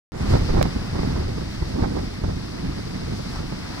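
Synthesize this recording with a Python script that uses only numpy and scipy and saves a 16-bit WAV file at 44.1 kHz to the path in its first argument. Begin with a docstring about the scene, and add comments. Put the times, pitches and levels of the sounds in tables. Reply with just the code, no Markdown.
"""Windy beach on a phone

Wind buffets the two microphone ports of a hand-held phone, reaching the right just before the left:
it rumbles, flutters and rasps in the gusts. Behind it, surf washes steadily onto a sandy beach.
The sound fades in, a dull knock and a sharp handling click come early, and a wave collapses near the end."""
import sys
import numpy as np
from scipy import signal
from scipy.fft import rfft, irfft
from scipy.io import wavfile
from scipy.ndimage import uniform_filter1d

SR = 44100
rng = np.random.default_rng(int(sys.argv[2]) if len(sys.argv) > 2 else 0)


def wav_record(signal):
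    """Record a signal, one row per channel, as 16-bit PCM in the file named by sys.argv[1]."""
    frames = np.transpose(np.atleast_2d(signal))
    bounded = np.clip(frames, -1, 1)
    # unit amplitude maps onto the largest positive 16-bit level
    quanta = np.round(bounded * 32767).astype(np.int16)
    wavfile.write(sys.argv[1], SR, quanta)


N = 167580
TIME_S = np.arange(N) / SR
BIN_HZ = np.maximum(np.arange(N // 2 + 1) * SR / N, 1)


def undb(db):
    """Decibels to gain."""
    return 10 ** (np.asarray(db) / 20)


def automation(rows, column=1):
    """A column of a time table, joined by straight lines."""
    rows = np.array(rows)
    return np.interp(TIME_S, rows[:, 0], rows[:, column])


def eq_curve(rows, column=1):
    """A column of a frequency table, joined on a log axis."""
    rows = np.array(rows)
    return np.interp(np.log(BIN_HZ), np.log(rows[:, 0]), rows[:, column])


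def white_spectrum():
    """Spectrum of fresh white noise."""
    return rfft(rng.standard_normal(N))


def noise(eq):
    """Noise coloured by an EQ table, rms 1."""
    coloured = irfft(white_spectrum() * undb(eq_curve(eq)), N)
    return coloured / coloured.std()


def wobble(rate_hz):
    """Random sample-and-hold, smoothed twice; standard deviation 1."""
    hold = max(int(SR / rate_hz), 1)
    steps = rng.standard_normal(N)[np.arange(N) // hold]
    smooth = uniform_filter1d(uniform_filter1d(steps, hold), hold)
    return smooth / smooth.std()


def bell(peak_s, half_width_s):
    """A smooth rise and fall around a moment."""
    return np.exp(-((TIME_S - peak_s) / half_width_s) ** 2)


def turbulence(eq, spread=0.2):
    """Pressure noise shared by both ports, plus a little that each has alone."""
    return noise(eq) + spread * np.array([noise(eq), noise(eq)])


# EQ of the sheltered left port: freq_hz, gain_db
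LEFT_SHELTER_EQ = [(30, -0.4), (120, 0.5), (250, -3), (500, -5), (900, -11.5), (1400, -13), (2000, -15),
                   (4000, -5)]


def ports(pair, lag_s=0.00081):
    """The left port gets the air later and duller than the right."""
    left, right = pair
    delay = np.exp(-2j * np.pi * BIN_HZ * lag_s)
    sheltered = rfft(left) * delay * undb(eq_curve(LEFT_SHELTER_EQ))
    return np.array([irfft(sheltered, N), right])


# Rise and fall of the wind: time_s, strength_db
WIND_STRENGTH = [(.12, -24.5), (.25, -28.5), (.35, -23.5), (.4, -27), (.5, -27.5), (.6, -20.5),
                 (.71, -33.5), (.77, -32), (.88, -35), (.98, -28.5), (1.19, -29), (1.4, -32), (1.56, -35.5),
                 (1.7, -31), (1.83, -29), (1.95, -31), (2.18, -34.5), (2.29, -29.5), (2.52, -38),
                 (2.68, -32), (2.8, -35), (3.02, -33.5), (3.15, -32), (3.22, -34.5), (3.42, -34.5),
                 (3.8, -38)]
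# Tone of the wind's low, low-mid and mid layers: freq_hz, gain_db
RUMBLE_EQ = [(8, -16), (20, -5), (40, -1), (60, -2), (88, -0.5), (120, -4.5), (200, -29.5), (500, -77)]
FLUTTER_EQ = [(40, -29), (90, -14), (130, 0), (180, -0.5), (260, -3.5), (350, -8.5), (500, -16), (800, -56),
              (2000, -69)]
RASP_EQ = [(120, -38), (300, -0.5), (450, 1.5), (800, -7.5), (1200, -13.5), (1800, -22), (2600, -31),
           (5000, -25), (12000, -60)]


def wind(breeze_db=-33.5, rumble_db=-32.5, flutter_db=-31, rasp_db=-41.5):
    """Three layers of turbulence grow with the wind, each at its own rate; eddies shake the upper two."""
    force_db = automation(WIND_STRENGTH) - breeze_db
    eddies = wobble(rate_hz=70)
    rumble = turbulence(RUMBLE_EQ) * undb(rumble_db + 1.22 * force_db)
    flutter = turbulence(FLUTTER_EQ) * undb(flutter_db + 0.86 * force_db + 1.5 * eddies)
    rasp = turbulence(RASP_EQ) * undb(rasp_db + 1.32 * force_db + 4.5 * eddies)
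    return ports(rumble + flutter + rasp)


# Gusts hitting the ports: peak_s, half_width_s, swing_db, thump_db, rasp_db
GUST_HITS = [(0.325, 0.0081, -12.5, -23, -26), (0.3394, 0.0041, -5.5, -19, -19),
             (.3555, .0035, -10, -22, -17.5), (0.369, 0.0058, -24, -23, -23),
             (0.419, 0.0066, -14, -29, -41), (0.515, 0.018, -15, -31, -47), (0.549, 0.0079, -16, -32, -28),
             (0.573, 0.011, -16, -31, -23.5), (0.595, 0.0073, -24, -21, -23.5),
             (0.656, 0.0026, -20, -25, -19), (0.762, 0.0094, -27, -17.5, -38),
             (0.959, 0.011, -24, -29, -25.5), (0.9915, .008, -26, -23.5, -26),
             (1.034, 0.0027, -25, -18.5, -24), (1.083, .025, -40, -26, -37), (1.196, 0.0083, -22, -33, -31),
             (1.626, 0.0062, -12, -21, -30), (1.793, 0.0099, -26, -22.5, -28.5),
             (1.826, 0.0041, -11.5, -24.5, -28), (1.84, 0.014, -23, -36, -20.5),
             (1.859, 0.0041, -21, -26, -29), (1.992, 0.0071, -27, -29, -24), (2.243, 0.0052, -14, -31, -23),
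             (2.29, 0.0066, -18.5, -24, -36), (2.372, 0.0065, -24.5, -31, -50),
             (2.643, 0.012, -36, -29, -41), (2.69, 0.0094, -22, -25, -48), (3.122, 0.018, -46, -27, -39),
             (3.525, 0.0035, -23.5, -27.5, -26.5)]
# Tone of a gust's thump and of its rasp: freq_hz, gain_db
GUST_THUMP_EQ = [(80, -12), (170, 0), (290, 1.5), (400, -9), (700, -28), (2000, -69)]
GUST_RASP_EQ = [(200, -12), (450, 5.5), (800, 3.5), (1250, -5.5), (1800, -11), (2600, -28.5), (5000, -27.5),
                (12000, -61)]


def gusts():
    """Each gust is one push-pull of pressure, with a low thump and a burst of rasp."""
    swings, thump_envelope, rasp_envelope = 0, 0, 0
    for peak_s, half_width_s, swing_db, thump_db, rasp_db in GUST_HITS:
        swing_s = 0.61 * half_width_s
        push_pull = 2 * (peak_s - TIME_S) / swing_s * bell(peak_s, swing_s)
        swings += undb(swing_db) * push_pull
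        thump_envelope += undb(thump_db) * bell(peak_s, half_width_s)
        rasp_envelope += undb(rasp_db) * bell(peak_s, half_width_s)
    rasps = rasp_envelope * turbulence(GUST_RASP_EQ)
    thumps = thump_envelope * turbulence(GUST_THUMP_EQ)
    return ports(swings + thumps + rasps)


# Tone of the crack on the knock: freq_hz, gain_db
CRACK_EQ = [(300, -16), (700, 6), (1500, 8), (3000, -11.5), (4500, -20), (10000, -49)]


def handling_knock(peak_s=0.6142, pitch_hz=580, body_db=-7, crack_db=-17):
    """A dull knock on the phone: a few cycles of tone under a brief crack of noise."""
    tone = np.sin(2 * np.pi * pitch_hz * (TIME_S - peak_s))
    body = undb(body_db) * bell(peak_s, half_width_s=0.0027) * tone
    crack = undb(crack_db) * bell(peak_s, half_width_s=0.0021) * turbulence(CRACK_EQ)
    return ports(body + crack)


def handling_click(peak_s=0.6282, decay_s=0.00003, level_db=1.5, left_db=-30):
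    """One sharp spike, almost all at the right port."""
    from_peak_s = abs(np.arange(N) - int(peak_s * SR)) / SR
    click = undb(level_db) * np.exp(-from_peak_s / decay_s)
    return np.array([undb(left_db) * click, click])


# Tone of the collapsing wave: freq_hz, gain_db
BREAKER_EQ = [(400, -27), (650, -1), (850, -1), (1300, 0), (1600, -11), (2300, -31), (3500, -29),
              (4800, -10), (6000, -16), (7500, -40)]


def breaker(peak_s=3.35, rise_s=0.045, fall_s=0.065, level_db=-42.5, churn_db=2.5, spread=0.88):
    """A wave collapses: a churning midrange rush, partly alike at the two ports."""
    swell = np.where(TIME_S < peak_s, bell(peak_s, rise_s), bell(peak_s, fall_s))
    rush = noise(BREAKER_EQ) + spread * np.array([noise(BREAKER_EQ), noise(BREAKER_EQ)])
    return rush * swell * undb(level_db + churn_db * wobble(rate_hz=190))


# Tone of the surf at each port: freq_hz, left_db, right_db
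SURF_EQ = [(100, -1, -5), (298, 2, -1), (480, -1.5, -0.5), (690, 1.5, -3), (1010, 0, -6.5), (1280, -1, -3),
           (1620, -6, -3), (2110, -11.5, 0.5), (2380, -4, -4.5), (2820, -7, -8), (3270, -7.5, -10.5),
           (3980, -3, -10.5), (4940, -1, -11), (5900, -8, -12), (6570, -16.5, -16), (8030, -18, -18),
           (9140, -26.5, -16.5), (10660, -29, -22), (15500, -38, -30)]
# Stereo image of the surf: freq_hz, coherence (0-1), left_lead_rad
SURF_IMAGE = [(100, 0.7, 3.2), (506, 0.47, -2.5), (680, 0, -4.5), (870, 0.39, -5.5), (1520, 0.63, -7),
              (1950, 0.4, -4.5), (2200, 0.76, -3.5), (3290, 0.54, -2), (3980, 0.59, -2.5),
              (4600, 0.28, -2.5), (6230, 0.1, 1.5), (7800, 0.45, 4.5), (10000, 0.2, 5), (15000, 0.7, -16)]
# Level rides for the breakers' roar and the foam's hiss: time_s, roar_db, foam_db
SURF_WASH = [(.1, 12.5, 1.5), (.24, 5, 2.5), (.32, 6.5, 7), (.41, 4.5, 3.5), (.7, 4.5, 3), (1.1, 3, 2.2),
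             (1.7, -0.5, 0.9), (2.3, -0.2, 0.6), (2.76, 1, 1.4), (3.05, 0.5, 1.5), (3.22, -1, 3.8),
             (3.36, 2, 4), (3.43, 0.5, 1.5), (3.8, 4, 2.5)]


def surf(level_db=-39.5, crossover_hz=2380, drift_db=0.49, flicker_db=0.5):
    """Breakers roar below the crossover, foam hisses above; octaves drift together and flicker apart."""
    coherence = np.clip(eq_curve(SURF_IMAGE), 0, 1)
    left_lead = np.exp(1j * eq_curve(SURF_IMAGE, column=2))
    right = white_spectrum()
    left = coherence * right * left_lead + np.sqrt(1 - coherence ** 2) * white_spectrum()
    sea = np.array([left * undb(eq_curve(SURF_EQ)), right * undb(eq_curve(SURF_EQ, column=2))])
    sea /= irfft(sea, N).std()
    bin_octave = np.clip(np.log2(BIN_HZ / crossover_hz), -3, 2)
    roar_db, foam_db = automation(SURF_WASH), automation(SURF_WASH, column=2)
    bed_db = level_db + drift_db * wobble(rate_hz=5.1)
    mix = 0
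    for octave in range(-3, 3):
        band = irfft(sea * np.maximum(1 - abs(bin_octave - octave), 0), N)
        foam_share = np.clip((octave + 1) / 2, 0, 1)
        wash_db = (1 - foam_share) * roar_db + foam_share * foam_db
        mix += band * undb(bed_db + wash_db + flicker_db * wobble(rate_hz=40))
    return mix


# Brief swells of high hiss: peak_s, half_width_s, level_db
HISS_SWELLS = [(.17, 0.057, -44.5), (0.305, 0.035, -46), (3.17, .028, -53), (3.32, 0.05, -54.5)]
# Tone of that hiss: freq_hz, gain_db
HISS_EQ = [(2000, -7), (4000, -5), (7000, 6), (10000, -2), (15000, -16)]


def fine_hiss(left_db=-5):
    """Wide, airy hiss swells for a moment, leaning right."""
    envelope = sum(undb(db) * bell(peak_s, half_width_s) for peak_s, half_width_s, db in HISS_SWELLS)
    return envelope * np.array([undb(left_db) * noise(HISS_EQ), noise(HISS_EQ)])


def scene():
    """The sea behind, wind and handling right at the phone."""
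    sea = surf() + breaker() + fine_hiss()
    return sea + wind() + gusts() + handling_knock() + handling_click()


def record(dry, start_s=0.12, fade_s=0.1, fade_from_db=-14.5, cutoff_hz=15800):
    """The phone opens after a short silence, fades in and cuts the top."""
    since_s = TIME_S - start_s
    fade_in = (since_s > 0) * undb(fade_from_db * np.clip(1 - since_s / fade_s, 0, 1))
    low_pass = signal.ellip(10, 0.1, 80, cutoff_hz, fs=SR, output="sos")
    return signal.sosfilt(low_pass, dry * fade_in)


dry = scene()
out = record(dry)
wav_record(out)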